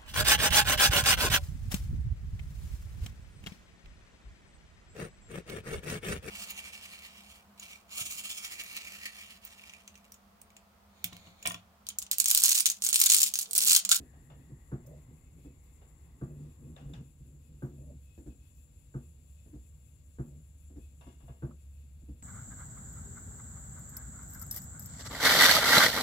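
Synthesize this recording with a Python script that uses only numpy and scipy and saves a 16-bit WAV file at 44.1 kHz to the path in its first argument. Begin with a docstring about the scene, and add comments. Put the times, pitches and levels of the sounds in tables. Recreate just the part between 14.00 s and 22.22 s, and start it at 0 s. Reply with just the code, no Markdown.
"""Treadled spinning wheel

A wooden wheel turns in a small room. Once a turn the treadle link takes up its slack with a soft knock;
about half a turn later it falls back, mostly with a double bump. Both ring the frame's modes.
The flyer hums and rumbles through the frame, the drive band rubs, yarn slides, the dry spindle squeaks
and the bobbin clicks, over low room noise and a faint hiss."""
import sys
import numpy as np
from scipy.fft import rfft, irfft, next_fast_len
from scipy.io import wavfile
from scipy.ndimage import map_coordinates

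SR = 44100
rng = np.random.default_rng(int(sys.argv[2]) if len(sys.argv) > 2 else 0)


def int16_out(signal):
    """Quantize to a 16-bit WAV file."""
    q = np.round(np.clip(np.atleast_2d(signal).T, -1, 1) * 32767)
    wavfile.write(sys.argv[1], SR, q.astype(np.int16))


N = 362708
TIME_S = np.arange(N) / SR
BLOW_TIME_S = np.arange(SR // 2) / SR


def amp(db):
    """Decibels to gain."""
    return 10 ** (np.asarray(db) / 20)


def pan(left_db, right_db):
    """A gain for each channel."""
    return amp([[left_db], [right_db]])


def unit(x):
    """Scale to rms 1."""
    return x / np.sqrt(np.mean(x ** 2) + 1e-30)


def along(points, hz):
    """Interpolate (Hz, value) points on a log axis."""
    point_hz, values = np.transpose(points)
    return np.interp(np.log(hz + 1), np.log(point_hz), values)


def curves(rows):
    """One value per sample for each column after the time."""
    times_s, *columns = np.transpose(rows)
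    return [np.interp(TIME_S, times_s, column) for column in columns]


def wobble(knots_per_s):
    """A smooth random curve, rms near 1."""
    knots = rng.standard_normal(int(N * knots_per_s / SR) + 4)
    return map_coordinates(knots, [TIME_S * knots_per_s])


# Each row: frequency in Hz, left-right correlation.
CORRELATION = [(30, 1), (100, 0.94), (280, 0.95), (500, 1), (900, 0.38), (2000, 0.023)]

def noise(spectrum, size=N, tilt_db_per_oct=0):
    """Stereo noise of rms 1, alike in the bass and unrelated in the treble."""
    n_fft = next_fast_len(size)
    hz = np.fft.rfftfreq(n_fft, 1 / SR)
    spread = np.arccos(np.clip(along(CORRELATION, hz), -1, 1)) / 2
    colour = amp(along(spectrum, hz) + tilt_db_per_oct * np.log2(np.maximum(hz, 400) / 1000))
    white = rfft(rng.standard_normal((2, n_fft)))
    mid, side = irfft(white * colour * [np.cos(spread), np.sin(spread)], n_fft)[:, :size]
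    return unit(np.array([mid + side, mid - side]))


def resonance(hz, half_width_hz):
    """Narrow stereo noise of rms 1, whose centre may glide."""
    shape = 1 / (1 + (np.fft.fftfreq(N, 1 / SR) / half_width_hz) ** 2)
    white = rng.standard_normal((2, N)) + 1j * rng.standard_normal((2, N))
    baseband = np.fft.ifft(np.fft.fft(white) * shape)
    carrier = np.exp(2j * np.pi * np.cumsum(hz * np.ones(N)) / SR)
    return unit((baseband * carrier).real)


def swell(rise_s, t60_s):
    """Half a second of envelope: a smooth rise to 1, then exponential decay."""
    attack = np.sin(np.pi / 2 * np.minimum(BLOW_TIME_S / max(rise_s, 1 / SR), 1))
    return attack * amp(-60 * np.maximum(BLOW_TIME_S - rise_s, 0) / t60_s)


def burst(spectrum, rise_s, t60_s, room_db, room_t60_s, tilt_db_per_oct=0):
    """A short noisy blow and the room's weaker, later tail."""
    direct = noise(spectrum, SR // 2, tilt_db_per_oct) * swell(rise_s, t60_s)
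    tail = noise(spectrum, SR // 2, tilt_db_per_oct) * swell(rise_s + 0.022, room_t60_s)
    return direct + amp(room_db) * tail


def add(track, start_s, sound):
    """Mix a sound in at a time."""
    start = max(round(start_s * SR), 0)
    part = track[:, start:start + sound.shape[-1]]
    part += sound[..., :part.shape[-1]]


def strokes(rows):
    """A gain that swells and fades once for each row."""
    gain = np.zeros((1, N))
    for start_s, length_s, db in rows:
        add(gain, start_s, amp(db) * np.sin(np.linspace(0, np.pi, round(length_s * SR))))
    return gain


# Each row: frequency in Hz, relative level in dB.
ROOM_SPECTRUM = [(20, -26.5), (32, -22.5), (48, -3), (62, -1), (100, -7.5), (160, -17.5), (300, -36),
                 (600, -40), (1200, -44), (4500, -49.5), (7000, -67)]
HISS_SPECTRUM = [(1000, -2.5), (5000, -10), (6800, -32), (9000, -9), (10700, -1.5), (15500, -3)]
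# Each row: frequency in Hz, level in dB.
ROOM_TONES = [(494, -84.5), (597, -88)]

def background():
    """Low room noise, two faint steady tones and the microphone's own hiss."""
    tones = sum(amp(db) * np.sin(2 * np.pi * hz * TIME_S + 0.39 * wobble(4.7)) for hz, db in ROOM_TONES)
    return amp(-58) * noise(ROOM_SPECTRUM) + tones + amp(-79.5) * noise(HISS_SPECTRUM)


# Each row: centre in Hz, width in Hz, relative level in dB.
WHISTLE_BANDS = [(6380, 560, -15), (7037, 150, 0), (7355, 125, 3), (7495, 840, -5.5), (10670, 580, -4.5),
                 (11300, 250, -13.5), (14200, 1100, -17.5)]
# Each row: time in seconds, level in dB.
WHISTLE_LEVEL = [(0, -68), (3.7, -67.5), (4.3, -66.5), (6.9, -66), (7.6, -69)]

def whistle(pulse):
    """Thin bands of hiss on the left: all flutter, and the highest swell most with each pulse."""
    hz = np.fft.rfftfreq(N, 1 / SR)
    level_db, = curves(WHISTLE_LEVEL)
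    top_hz = WHISTLE_BANDS[-1][0]
    out = 0
    for centre_hz, width_hz, db in WHISTLE_BANDS:
        shape = amp(db) / (1 + ((hz - centre_hz) / (0.55 * width_hz)) ** 2)
        depth_db = 5 * (centre_hz / top_hz) ** 3
        out += irfft(rfft(rng.standard_normal(N)) * shape, N) * amp(depth_db * pulse)
    return amp(level_db + 0.9 * wobble(36)) * unit(out) * pan(0, -33)


def wheel_turns():
    """Turns at each sample: one from knock to knock, the pace continued at both ends."""
    knocks_s = [knock[0] for knock in KNOCKS]
    marks_s = [2 * knocks_s[0] - knocks_s[1], *knocks_s, 2 * knocks_s[-1] - knocks_s[-2]]
    return np.interp(TIME_S, marks_s, np.arange(len(marks_s)))


# Each row: time in seconds, level in dB.
HUM_LEVEL = [(0, -58), (1.7, -63.5), (2.9, -59.5), (3.9, -54), (4.4, -63.5), (5.3, -57), (5.9, -56.5),
             (7.1, -54), (8.2, -51.5)]
# Each row: time in seconds, pitch in Hz.
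HUM_PITCH = [(0, 71.4), (2.7, 73.47), (4, 70.88), (6.3, 72.5), (8.2, 69.9)]
# The frame judders, mostly as yarn is drawn. Each row: start in seconds, length in seconds, level in dB.
JUDDERS = [(.12, 0.41, -55.5), (1.06, 0.11, -51), (1.28, 0.3, -56), (2.57, 0.2, -44.5), (2.74, 0.38, -44.5),
           (3.19, 0.3, -57.5), (3.48, 0.13, -54)]
# Each row: frequency in Hz, relative level in dB.
RUMBLE_SPECTRUM = [(90, -6.5), (160, -9), (240, 4.5), (330, -5.5), (400, -10.5), (500, -11.5), (700, -27.5),
                   (1200, -39), (2500, -68)]

def flyer():
    """The flyer hums, swelling with each push of the foot; the shaking frame adds octave and rumble."""
    push_db, push_lag_turns, tremble_db = 2.5, 0.33, -63.5
    hum_db, = curves(HUM_LEVEL)
    hum_db += push_db * np.cos(2 * np.pi * (wheel_turns() - push_lag_turns))
    shudders = strokes([(start_s, length_s, db) for start_s, *_, db, length_s in KNOCKS])
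    shake = amp(tremble_db) + shudders + strokes(JUDDERS)
    hz, = curves(HUM_PITCH)
    phase = 2 * np.pi * np.cumsum(hz) / SR
    hum = unit(np.sin(phase + 0.5 * wobble(16)) * amp(1.86 * wobble(22)))
    octave = unit(np.sin(2 * phase + 1.47 * wobble(28)) * amp(3.2 * wobble(35)))
    rumble = noise(RUMBLE_SPECTRUM) * amp(1.88 * wobble(25))
    return amp(hum_db) * hum + shake * (amp(-4) * octave + amp(-11.5) * rumble)


# Each row: time in seconds, rush in dB, resonance in dB, its centre in Hz.
YARN_DRAW = [(0, -68, -74.5, 1775), (.6, -67.5, -78.5, 1933), (1.0, -66, -81, 2022),
             (1.45, -72.5, -83.5, 2226), (2.05, -66.5, -82, 2020), (2.8, -68.5, -100, 1766),
             (3.15, -80, -105, 1790), (8.2, -115, -120, 1740)]
# Each row: frequency in Hz, relative level in dB.
YARN_SPECTRUM = [(300, 7.5), (600, -6.5), (800, -4), (1080, -3.5), (1450, -12.5), (2100, -11), (2800, -44),
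                 (5000, -35)]

def yarn():
    """Yarn slides as the hand draws back: a soft rush with one gliding resonance."""
    rush_db, glide_db, hz = curves(YARN_DRAW)
    rush = amp(rush_db) * noise(YARN_SPECTRUM)
    return rush + amp(glide_db) * resonance(hz, half_width_hz=165) * pan(1, -1)


# Each row: start in seconds, length in seconds, level in dB.
SQUEAKS = [(1.2, 0.11, -83), (1.38, 0.18, -82), (4.03, 0.17, -77), (4.25, .12, -78.5), (4.38, 0.16, -78),
           (4.54, 0.12, -80.5), (5.34, 0.13, -79), (6.76, 0.21, -82), (7.78, 0.51, -92.5)]
# Each row: frequency in Hz, relative level in dB.
SQUEAK_SPECTRUM = [(2000, -15), (2500, -21), (2800, -3.5), (3100, -11), (3420, 2.5), (3650, -7),
                   (5000, -14)]
WHISPER_SPECTRUM = [(1200, -43), (1550, -10.5), (1850, -17), (2200, -3), (2400, -5), (2570, -0.5),
                    (2820, 0), (3130, -12), (3460, -1), (3900, -7.5), (4400, -6.5), (5500, -10.5)]

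def spindle(pulse):
    """The dry spindle whispers in its bearing, rubs with each pulse and at times squeaks hoarsely."""
    friction = strokes(SQUEAKS) + amp(-84.5) * np.maximum(pulse, 0)
    squeak = resonance(hz=2568, half_width_hz=32) + amp(-0.5) * noise(SQUEAK_SPECTRUM)
    whisper = noise(WHISPER_SPECTRUM) * amp(-79 + 1.66 * wobble(18))
    return friction * squeak * pan(2, -9) + whisper * pan(2.5, -4)


# Each row: frequency in Hz, level in dB, natural rise in seconds, t60 in seconds.
FRAME_MODES = [(60.7, -11.5, 0.017, 0.18), (133.2, -3, 0.026, 0.085), (195.4, -11.5, 0.0039, 0.17),
               (237.7, -17, 0.028, 0.26), (293.05, -11, 0.0094, 0.043), (345.9, -13.5, 0.033, 0.11),
               (354.9, -18, 0.02, 0.31), (468, -22.5, 0.012, 0.064), (490.3, -24, 0.0082, 0.18),
               (648, -38, 0.031, 0.23), (717, -33, 0.02, 0.18), (877, -35, 0.0063, 0.26),
               (1130, -39, .006, 0.14), (1167, -33.5, 0.012, 0.21), (1253, -34, .004, 0.18),
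               (1390, -34, 0.0015, 0.15), (1530, -25.5, 0.001, 0.13)]
BASS_HZ = 260  # modes below this carry the treadle's weight

def frame(drive_db, scatter_db, rise_s=None):
    """One blow rings the frame's modes, each weighted by drive_db(hz); the low ones set in last."""
    lag_cycles = 0.42
    out = np.zeros((1, SR // 2))
    for hz, db, natural_rise_s, t60_s in FRAME_MODES:
        gain = amp(db + drive_db(hz) + rng.normal(0, scatter_db))
        envelope = swell(rise_s or natural_rise_s, t60_s)
        add(out, lag_cycles / hz, -gain * envelope * np.cos(2 * np.pi * hz * BLOW_TIME_S))
    return out


# Each row: start in seconds, ring in dB, bass weight in dB, rise in seconds, rattle in dB.
BUMPS = [(0, -45, -0.5, 0.0017, -50), (0.495, -52.5, -2, 0.011, -57.5), (1.374, -62, -2, 0.016, -61.5),
         (1.440, -46.5, -1.5, 0.035, -52.5), (2.885, -51.5, -8, 0.037, -53.5),
         (4.178, -46.5, -2, 0.002, -49), (4.257, -47, 4.5, 0.029, -50), (5.459, -52, -10, 0.0052, -56),
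         (5.527, -47, 0.5, 0.033, -53.5), (6.699, -55.5, -9, 0.013, -58), (6.756, -48, 0.5, 0.029, -53.5),
         (7.064, -48.5, -1.5, 0.016, -54), (8.018, -60.5, 10.5, 0.015, -66), (8.079, -49.5, 5, 0.03, -57.5)]
# Each row: frequency in Hz, relative level in dB.
LINK_DRIVE = [(60, 14.5), (131, 0.5), (182, 2), (232, 2), (288, 16.5), (335, -16), (358, -14), (490, 3),
              (700, 1.5), (1500, -23)]
RATTLE_SPECTRUM = [(100, -35), (200, 9.5), (290, 19), (480, 2.5), (600, -2), (800, -8), (1150, -17.5),
                   (1700, -16), (2100, -23), (5000, -27)]

def link():
    """The slack link falls back, ringing the frame under a woody rattle, often twice in quick turn."""
    out = np.zeros((2, N))
    for start_s, ring_db, bass_db, rise_s, rattle_db in BUMPS:
        drive_db = lambda hz: along(LINK_DRIVE, hz) + bass_db * (hz < BASS_HZ)
        ring = frame(drive_db, scatter_db=0.5, rise_s=rise_s)
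        rattle = burst(RATTLE_SPECTRUM, rise_s / 2, t60_s=0.23, room_db=-12.5, room_t60_s=0.5)
        add(out, start_s, amp(ring_db) * ring + amp(rattle_db) * rattle)
    return out


def ping(hz, t60_s):
    """One struck mode, with a random phase in each channel."""
    return np.sin(2 * np.pi * (hz * BLOW_TIME_S + rng.random((2, 1)))) * swell(0.0019, t60_s)


# Each row: start in seconds, level in dB, tilt in dB per octave, t60 in seconds,
# bobbin ring in dB, centre of that ring in Hz.
CLICKS = [(0.137, -65, -3.5, 0.3, -82, 700), (.300, -59, -1.5, 0.24, -66, 1700),
          (1.817, -64.5, -2.5, 0.27, -72, 894), (2.763, -57.5, 0, 0.48, -68, 2500),
          (2.936, -55, 2, 0.19, -69, 2210), (7.010, -60, 0, 0.26, -62.5, 1900),
          (7.067, -69, 2, 0.3, -64, 900), (7.087, -70, 3, 0.45, -68.5, 2700),
          (7.203, -69.5, -0.5, 0.72, -75, 900), (7.281, -59.5, -4, .32, -62, 1190)]
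# Each row: frequency in Hz, relative level in dB.
CLICK_SPECTRUM = [(200, -31), (450, 7.5), (750, 6), (1050, 0), (1400, -3), (1680, -2.5), (1900, -7.5),
                  (2350, -8), (2820, 1), (3150, -11), (3550, -2.5), (3950, -15), (7000, -17.5),
                  (15000, -47)]
# Each row: start in seconds, level in dB.
HOOK_TICKS = [(2.763, -51), (2.936, -49), (7.01, -60.5)]
# Each row: frequency in Hz, relative level in dB, t60 in seconds.
BOBBIN_MODES = [(570, -4, .23), (685, 0, 0.27), (965, -2.5, 0.34), (1133, -1, 0.18), (1670, -12.5, 0.35),
                (2150, -14.5, 0.51), (2750, -9, 0.3), (2820, -10, 0.62), (3440, -6.5, 0.29),
                (3460, -12, 0.13)]
HOOK_MODES = [(3660, 0, 0.013), (3450, -4.5, 0.02), (7350, -10.5, .023)]

def bobbin():
    """Hard little contacts ring the bobbin, the sharpest also a wire hook; the room answers."""
    out = np.zeros((2, N))
    for start_s, db, tilt, t60_s, ring_db, centre_hz in CLICKS:
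        ring = 0
        for hz, mode_db, mode_t60_s in BOBBIN_MODES:
            off_centre_db = -3 * np.log2(hz / centre_hz) ** 2
            ring += amp(mode_db + rng.normal(0, 1.2) + off_centre_db) * ping(hz, mode_t60_s)
        click = burst(CLICK_SPECTRUM, 0.00056, t60_s, room_db=-9, room_t60_s=0.36, tilt_db_per_oct=tilt)
        add(out, start_s, amp(db) * click + amp(ring_db) * ring)
    for start_s, db in HOOK_TICKS:
        tick = sum(amp(mode_db) * ping(hz, t60_s) for hz, mode_db, t60_s in HOOK_MODES)
        add(out, start_s, amp(db) * tick)
    return out * pan(1.5, -1.5)


# Each row: start in seconds, level in dB.
THUDS = [(.3, -52), (0.509, -40.5), (1.093, -55), (2.85, -41), (2.996, -45), (3.194, -43.5), (7.225, -45),
         (7.283, -42.5)]
# Each row: frequency in Hz, relative level in dB.
THUD_DRIVE = [(60, 7.5), (133, -0.5), (235, 0.5), (340, -11), (500, -8), (1000, -24)]

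def thuds():
    """The frame rocks on its legs: soft blows that ring mainly its low modes."""
    out = np.zeros((2, N))
    for start_s, db in THUDS:
        add(out, start_s, amp(db) * frame(lambda hz: along(THUD_DRIVE, hz), scatter_db=3))
    return out


# Each row: start in seconds, ring in dB, weight above the bass in dB, clack in dB,
# shudder in dB, shudder length in seconds.
KNOCKS = [(0.716, -29, -0.5, -49.5, -52.5, 0.37), (2.212, -28.5, -1.5, -51.5, -44, 0.33),
          (3.622, -27.5, -1.5, -50, -47.5, 0.4), (4.9406, -29.5, -2, -54.5, -59, 0.13),
          (6.185, -28.5, -1, -52.5, -50, 0.25), (7.4225, -29, -0.5, -50.5, -48.5, 0.15)]
# Each row: frequency in Hz, relative level in dB.
CLACK_SPECTRUM = [(150, -4.5), (300, 12.5), (500, 0.5), (650, -3), (950, -9), (1200, -8), (1650, -11),
                  (1950, -20.5), (3000, -34.5), (12000, -48)]
REBOUND_SPECTRUM = [(600, -20), (1150, 11), (1600, -3), (1900, -17), (4000, -28)]

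def treadle():
    """A knock each turn rings the frame under a wooden clack; the last one rebounds."""
    rebound_s, rebound_db = 7.51, -60.5
    out = np.zeros((2, N))
    for start_s, ring_db, upper_db, clack_db, *_ in KNOCKS:
        ring = frame(lambda hz: upper_db * (hz > BASS_HZ), scatter_db=1.4)
        clack = burst(CLACK_SPECTRUM, rise_s=0.0015, t60_s=0.28, room_db=-1.5, room_t60_s=0.25)
        add(out, start_s, amp(ring_db) * ring + amp(clack_db) * clack)
    rebound = burst(REBOUND_SPECTRUM, rise_s=0.003, t60_s=0.054, room_db=-24, room_t60_s=0.16)
    add(out, rebound_s, amp(rebound_db) * rebound)
    return out


# Each row: start in seconds, length in seconds, level in dB.
RUBS = [(.835, 0.17, -57), (2.28, 0.11, -68.5), (3.76, 0.11, -68.5), (3.84, 0.12, -64.5), (6.27, 0.12, -74),
        (7.464, 0.077, -69)]
# Each row: frequency in Hz, relative level in dB.
RUB_SPECTRUM = [(250, -20), (430, -18), (600, -6), (700, -21), (850, -30), (1140, -35), (1600, -69)]

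def drive_band():
    """The band slips on the whorl in short, rough rubs after most knocks."""
    roughness = unit(amp(2 * wobble(73)))
    return strokes(RUBS) * noise(RUB_SPECTRUM) * roughness


# Each row: start in seconds, level in dB, rise in seconds, t60 in seconds.
FLICKS = [(0.86, -58, 0.011, 0.04), (1.628, -69, 0.012, 0.12), (3.619, -72, 0.036, 0.35),
          (4.539, -70, .04, 0.18)]
# Each row: frequency in Hz, relative level in dB.
FLICK_SPECTRUM = [(3000, -36), (5000, -8), (7000, 5.5), (9500, -6), (13000, 4.5), (15500, 1)]

def fingers():
    """Fibres flick and brush over the fingers, close by on the left."""
    out = np.zeros((2, N))
    for start_s, db, rise_s, t60_s in FLICKS:
        add(out, start_s, amp(db) * burst(FLICK_SPECTRUM, rise_s, t60_s, room_db=-12, room_t60_s=0.18))
    return out * pan(1.5, -2.5)


def scene():
    """The wheel and its room; spindle friction and whistle share one uneven pulse."""
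    pulse_hz = 5
    pulse = np.sin(2 * np.pi * pulse_hz * TIME_S + 1.66 * wobble(5))
    contacts = treadle() + link() + thuds() + bobbin() + fingers()
    return contacts + flyer() + drive_band() + yarn() + spindle(pulse) + whistle(pulse) + background()


def record(dry):
    """The right microphone port hears later, with more low mids and less upper mids; both are low-passed."""
    lag_s, top_hz = 0.00024, 15720
    n_fft = next_fast_len(N + SR // 2)
    hz = np.fft.rfftfreq(n_fft, 1 / SR)
    lean_db = along([(330, 0), (600, 3.5), (850, 3), (1200, -3.5), (2000, -2), (4000, 0)], hz)
    balance = amp([-lean_db / 2, lean_db / 2])
    lag = np.exp(1j * np.pi * hz * lag_s * np.array([[1], [-1]]))
    return irfft(rfft(dry, n_fft) * lag * balance * (hz < top_hz), n_fft)[:, :N]


dry = scene()
out = record(dry)
int16_out(out)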